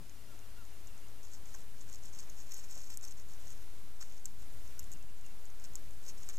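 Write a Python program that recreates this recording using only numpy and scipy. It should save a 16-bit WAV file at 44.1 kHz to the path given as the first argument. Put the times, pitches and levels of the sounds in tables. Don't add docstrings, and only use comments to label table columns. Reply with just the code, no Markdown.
import sys
import numpy as np
from scipy import signal
from scipy.fft import rfft, irfft
from scipy.io import wavfile
from scipy.ndimage import uniform_filter1d

SR = 44100
rng = np.random.default_rng(int(sys.argv[2]) if len(sys.argv) > 2 else 0)


def decibels_to_gain(level_db):
    exponent = np.asarray(level_db, float) / 20
    return 10 ** exponent


def log_audio(samples):
    frames = np.atleast_2d(samples).T
    limited = np.clip(frames, -1, 1)
    pcm = np.round(limited * 32767).astype(np.int16)
    wavfile.write(sys.argv[1], SR, pcm)


N = 281358

TICK_HZ, TICK_MS = 6980, 0.38


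def ring(x, hz, width_hz, db):
    return decibels_to_gain(db) * signal.lfilter(*signal.iirpeak(hz, hz / width_hz, SR), x)


def unit(x):
    return x / np.std(x)


def coloured(points, shared):
    hz, db = np.transpose(points)
    both, left, right = rng.standard_normal((3, N))
    pair = np.sqrt(shared) * both + np.sqrt(1 - shared) * np.array([left, right])
    log_hz = np.log(np.fft.rfftfreq(N, 1 / SR) + 0.1)
    gain = decibels_to_gain(np.interp(log_hz, np.log(hz), db))
    return unit(irfft(rfft(pair) * gain, N))


def wander(rate_hz):
    k = int(SR / rate_hz)
    return unit(uniform_filter1d(uniform_filter1d(rng.standard_normal((2, N)), k), k))


def grains(rate_hz, scatter_db):
    when, sign, luck = rng.random((3, N))
    size = decibels_to_gain(np.minimum(-scatter_db * np.log(1 - luck), 11))
    return unit((when < rate_hz / SR) * np.sign(sign - 0.5) * size)


def cracks(s, peak, hz, ms, treble):
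    t = np.arange(96) / SR
    s, peak, hz, tau, treble = (np.asarray(v)[:, None] for v in (s, peak, hz, ms / 1000, treble))
    phase, spit = rng.random((2, len(s), 1))
    envelope = (1 - np.exp(-t / 0.00008)) * np.exp(-t / (0.8 * tau))
    body = envelope * np.sin(2 * np.pi * (hz * t + phase))
    spit_hz = 10500 * (0.82 + 0.36 * spit)
    top = np.exp(-t / 0.00011) * np.sin(2 * np.pi * (spit_hz * t + phase))
    out = np.zeros(N + 96)
    np.add.at(out, (s * SR).astype(int) + np.arange(96), peak * (body + treble * top))
    return signal.sosfilt(signal.butter(2, 3800, "high", fs=SR, output="sos"), out[:N])


def note(s, db, hz, length_s, bend):
    u = np.clip((np.arange(N) / SR - s) / length_s, 0, 1)
    swell = np.sqrt(2 * np.abs(np.sin(np.pi * u)))
    return decibels_to_gain(db) * swell * np.sin(2 * np.pi * np.cumsum(hz * bend(u)) / SR)


def preamp():
    # freq_hz, density_db
    hiss_points = [(90, -47), (150, -10), (300, -6), (600, -5.5), (1400, -8.5), (3900, -13), (7000, -15),
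                   (9000, -15), (16000, -17.5)]
    flutter_points = [(2, -1), (6, -4.5), (14, 0.5), (30, -6), (55, -7.5), (120, -16.5), (300, -27),
                      (900, -42)]
    # left_db, right_db
    flutter_db = (-53.5, -55)
    # pitch_hz, level_db
    whine_tones = [(9800, -93), (9860, -94)]
    # end_level, start_step, time_constant_s
    offsets = [(-.0365, 0.024, 1.4), (-.032, 0.025, 1.56)]
    t = np.arange(N) / SR
    hiss = decibels_to_gain(-60.74 + 0.95 * wander(6.5)) * coloured(hiss_points, shared=0.45)
    swell_db = np.array(flutter_db)[:, None] + 1.66 * wander(4.6)
    flutter = decibels_to_gain(swell_db) * coloured(flutter_points, shared=0.45)
    whine = sum(np.sqrt(2) * decibels_to_gain(db) * np.sin(2 * np.pi * hz * t) for hz, db in whine_tones)
    offset = np.array([end + step * np.exp(-t / tau) for end, step, tau in offsets])
    return hiss + flutter + whine + offset


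def breeze():
    puff_hz, width_hz, level_db, lump_db = 143, 186, -73, 5.0
    both, left, right = rng.standard_normal((3, N))
    lumps = decibels_to_gain(level_db + lump_db * wander(9.6)[0])
    puffs = ring(both + np.array([left, right]), puff_hz, width_hz, 0)
    return lumps * unit(ring(puffs, puff_hz, 2 * width_hz, 0))


def far_birds():
    # start_s, level_db, length_s
    chip_notes = [(0.177, -71, 0.025), (0.267, -73, .03), (0.41, -70, .035), (0.559, -72, 0.053),
                  (0.721, -71, .03), (0.865, -71, .05), (1.03, -70, .03), (1.18, -71, .025),
                  (4.698, -72, .03), (4.786, -69, .03), (4.932, -69, .035), (5.08, -69, .03),
                  (5.235, -68.5, .045)]
    # start_s, level_db
    grace_notes = [
        (.34, -77),
        (.938, -74),
        (4.995, -70),
        (5.3, -73),
    ]
    # start_s, level_db, top_hz, length_s
    yelp_notes = [
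        (0.28, -70, 1424, 0.061),
        (0.566, -67, 1430, 0.067),
        (4.772, -70, 1484, 0.037),
    ]
    # delay_s, level_db
    echoes = [(.013, -15), (.03, -15)]
    droop_hz_per_s = 4600
    chips = [(s, db, 2835, length) for s, db, length in chip_notes]
    chips += [(s, db, 2740, 0.028) for s, db in grace_notes]
    calls = np.zeros(N)
    for s, db, hz, length in chips:
        calls += note(s, db, hz, length, lambda u: 1 - droop_hz_per_s * length / hz * u ** 2.2)
    for s, db, hz, length in yelp_notes:
        calls += note(s, db, hz, length, lambda u: 1 - 0.3 * (u - 0.35) ** 2)
    return calls + sum(decibels_to_gain(db) * np.roll(calls, int(s * SR)) for s, db in echoes)


def thuds():
    # start_s, peak_db, pitch_hz, ring_ms
    landings = [(1.546, -45.5, 1500, 4), (1.552, -53.5, 800, 5.5), (2.765, -54.5, 600, 12),
                (2.768, -58, 338, 11), (2.903, -60, 1400, 4.5), (4.011, -53, 1290, 5.8),
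                (4.025, -48.5, 1530, 4), (4.114, -49, 3300, 1), (4.26, -51, 2200, 1.5),
                (5.759, -46, 3200, 1.2), (6.289, -55, 1500, 2.6), (6.297, -50, 3400, 1.5),
                (2.521, -45, 3300, 1.5)]
    out, t = np.zeros(N + 1500), np.arange(1500) / SR
    for s, db, hz, ms in landings:
        grit = rng.standard_normal(1500) * np.exp(-t * 1000 / ms)
        grit[0] = 7.5
        knock = ring(ring(grit, hz, 0.45 * hz, 0), hz, 1.3 * hz, 0)
        start = int(s * SR)
        out[start:start + 1500] += decibels_to_gain(db + 3) * knock / np.abs(knock).max()
    return out[:N]


def snaps():
    # start_s, peak_db, pitch_hz,
    # ring_ms, treble_db
    twigs = [(2.5202, -35, 5900, 0.6, -8), (2.5212, -38, 7300, 0.6, -12), (2.5225, -37, 6300, 0.7, -14),
             (2.9732, -20.5, 8100, 0.18, -13), (3.0517, -32.5, 6020, 0.37, -10),
             (3.3366, -40, 6960, 0.54, -18), (3.522, -41, 7800, 0.2, -7), (4.2559, -24.5, 7700, 0.49, -20),
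             (4.2566, -28.5, 7240, 0.48, -7), (4.2597, -41, 6700, .9, -20), (4.7927, -34.5, 6070, 0.49, -9),
             (4.7944, -28, 7700, 0.35, -7), (4.7956, -41, 7400, 0.34, 4.5), (4.9178, -33, 7700, 0.34, -11),
             (4.9357, -33.5, 7550, 0.41, -16), (5.7554, -23, 7450, 0.39, -14),
             (6.2896, -25, 7550, 0.3, -15), (6.2962, -39, 6800, 0.37, -6), (6.2976, -38, 7000, 0.53, -14)]
    # start_s, peak_db
    leaf_ticks = [(1.232, -41), (1.335, -39), (1.4568, -42), (1.5473, -36), (1.5502, -33.5), (1.8085, -41),
                  (1.813, -38), (1.899, -42), (1.9287, -35), (1.9576, -34), (2.0377, -46), (2.1364, -49),
                  (2.144, -48), (2.298, -36.5), (2.3007, -37.5), (2.407, -44), (2.5387, -36),
                  (2.543, -30.5), (2.5954, -37), (2.7113, -39), (2.7248, -40), (2.756, -40), (2.7757, -40),
                  (2.796, -39), (2.9383, -40), (3.0119, -39), (3.03, -38), (3.083, -36), (3.472, -47),
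                  (3.505, -40),
                  (0.096, -38.5), (0.391, -44.5), (0.652, -44), (0.8724, -37.5), (0.877, -42),
                  (0.9784, -43), (1.0846, -44), (4.1234, -40.5), (4.2459, -42), (4.5268, -46),
                  (4.677, -40.5), (4.8307, -41), (4.842, -39), (4.9232, -38), (4.9287, -37), (4.9724, -47),
                  (5.0275, -41.5), (5.2118, -43.5), (5.264, -40), (5.455, -40), (5.4631, -44),
                  (5.5023, -44), (5.5986, -42), (5.642, -36), (5.736, -41), (5.7611, -34.5), (5.9092, -45),
                  (6.0872, -34), (6.2325, -37.5), (6.3703, -36)]
    ticks = np.array(leaf_ticks)
    odd = rng.standard_normal((3, len(ticks)))
    tick_hz = TICK_HZ * np.exp(0.042 * odd[0])
    tick_ms = TICK_MS * np.exp(0.15 * odd[1])
    tick_treble_db = -15 + 4 * odd[2]
    tick_rows = np.column_stack([ticks, tick_hz, tick_ms, tick_treble_db])
    s, peak_db, hz, ms, treble_db = np.vstack([twigs, tick_rows]).T
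    out = cracks(s, decibels_to_gain(peak_db + 4), 0.977 * hz, ms, decibels_to_gain(treble_db + 9.5))
    for late, pitch in rng.random((7, 2, len(s))):
        delay_s = 0.0006 * (1 + 10 * late ** 2)
        when_s = np.minimum(s + delay_s, N / SR - 0.01)
        after_hz = hz * (0.9 + 0.24 * pitch)
        out += cracks(when_s, decibels_to_gain(peak_db - 8.5 - 12 * late), after_hz, ms, decibels_to_gain(treble_db))
    return signal.sosfilt(signal.butter(3, 5000, "high", fs=SR, output="sos"), out)


def drag_power():
    # centre_s, level_db, length_ms
    wing_drags = [(1.242, -58, 22), (1.291, -64, 55), (1.342, -56, 41), (1.5, -60.5, 70), (1.55, -55.5, 28),
                  (1.6, -63, 60), (1.807, -61.5, 51), (1.931, -58.5, 96), (2.057, -55.5, 56),
                  (2.155, -57.5, 61), (2.198, -53.5, 22), (2.226, -63, 47), (2.332, -65, 130),
                  (2.403, -57.5, 61), (2.487, -59, 49), (2.559, -54.5, 105), (2.646, -58, 34),
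                  (2.718, -55.5, 55), (2.776, -51.5, 58), (2.851, -58, 120), (2.907, -50, 24),
                  (2.939, -54, 34), (3.039, -51, 30), (3.076, -57.5, 43), (3.116, -55.5, 15),
                  (3.194, -61, 51), (3.32, -63, 70), (3.425, -65, 56), (3.495, -56, 71), (3.58, -68.5, 130)]
    # centre_s, level_db, length_ms, soil_rasp_db
    steps = [(4.02, -49, 24.6, -13), (4.08, -64.5, 130, -12), (4.181, -61.5, 36, -25), (4.26, -56, 13, -9),
             (4.293, -67, 69, -14), (4.418, -63.5, 44, -14), (4.685, -67, 90, -25), (4.798, -57.5, 14, -15),
             (4.927, -61, 23, -8), (5.259, -62.5, 31, -11), (5.617, -66, 38, -14), (5.648, -52, 18, -13.5),
             (5.735, -67, 22, -6), (5.775, -65, 22, -10), (6.045, -61, 34, -13), (6.07, -55, 16, -20),
             (6.091, -50.5, 25, -14), (6.117, -61, 20, -25), (6.195, -60, 40, -25), (6.238, -58, 30, -14),
             (6.27, -61, 23, -15), (6.297, -54, 25, -5), (6.35, -60.5, 77, -9)]
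    wing_soil_db, stir_db = -14.5, -74.5
    t = np.arange(N) / SR
    leaf, soil = np.full(N, decibels_to_gain(2 * stir_db)), np.zeros(N)
    for s, db, ms, soil_db in [(*drag, wing_soil_db) for drag in wing_drags] + steps:
        near = slice(max(int((s - 0.2) * SR), 0), int((s + 0.2) * SR))
        u = (t[near] - s) / (ms / 2000)
        power = decibels_to_gain(2 * db) * np.exp(-np.abs(u) ** np.where(u < 0, 5.0, 2.5))
        leaf[near] += power
        soil[near] += power * decibels_to_gain(2 * soil_db)
    return leaf * decibels_to_gain(2 * 2.06 * wander(106)[0]), soil


def stray_pops():
    when, luck, pitch, bright = rng.random((4, 600))
    pop_db = 4.5 + np.minimum(-0.5 * np.log(1 - luck), 5)
    hz = TICK_HZ * (0.95 + 0.16 * pitch)
    ms = TICK_MS * (0.7 + 0.9 * pitch * bright)
    return cracks(when * (N - 1) / SR, decibels_to_gain(pop_db), hz, ms, decibels_to_gain(-20 + 10 * bright))


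def scuffs():
    # freq_hz, width_hz, gain_db
    soil_modes = [(1500, 1700, -1), (2620, 2100, -3), (600, 260, -11)]
    leaf, soil = drag_power()
    when, luck, ring_time = rng.random((3, 12000))
    pitch, bright = rng.standard_normal((2, 12000))
    size = decibels_to_gain(np.minimum(-4.2 * np.log(1 - luck), 13))
    hz, ms = 6820 * np.exp(0.11 * pitch), 0.2 + 0.46 * ring_time
    crackle = unit(cracks(when * (N - 1) / SR, size, hz, ms, decibels_to_gain(-3.5 + 2.9 * bright)))
    slips = unit(np.bincount((when * (N - 1)).astype(int), size * np.sign(pitch), N))
    rasp = unit(sum(ring(slips + 1.44 * grains(1500, 2.6), *mode) for mode in soil_modes))
    husk = unit(ring(slips, 3070, 2200, 0))
    litter = decibels_to_gain(-1) * crackle + stray_pops() + decibels_to_gain(-11.5) * husk
    return litter * np.sqrt(leaf) + decibels_to_gain(3.5) * rasp * np.sqrt(soil)


def scene():
    air = signal.butter(2, 13300, fs=SR, output="sos")
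    right = signal.sosfilt(air, snaps() + scuffs() + thuds())
    lag_s = 6.75 / 44100
    delay = np.exp(-2j * np.pi * np.fft.rfftfreq(N, 1 / SR) * lag_s)
    left = irfft(rfft(right) * delay, N)
    return np.array([left, right]) + far_birds() + preamp() + breeze()


def roll_off(x):
    return signal.sosfilt(signal.butter(12, 16330, fs=SR, output="sos"), x)


def record(dry):
    hz = np.fft.rfftfreq(N, 1 / SR)
    kept = irfft(rfft(dry) * np.interp(hz, [14900, 15230, 15300, 15900], [1, 0.75, 0.07, 0]), N)
    top = irfft(rfft(dry - kept) * (hz > 15260), N)
    treble = uniform_filter1d(ring(kept[1], 11000, 6000, 0) ** 2, size=130)
    sharp = treble > 20 * np.median(treble)
    mix = kept + 0.35 * uniform_filter1d(1.0 * sharp, size=130) * top
    return roll_off(mix)


dry = scene()
out = record(dry)
log_audio(out)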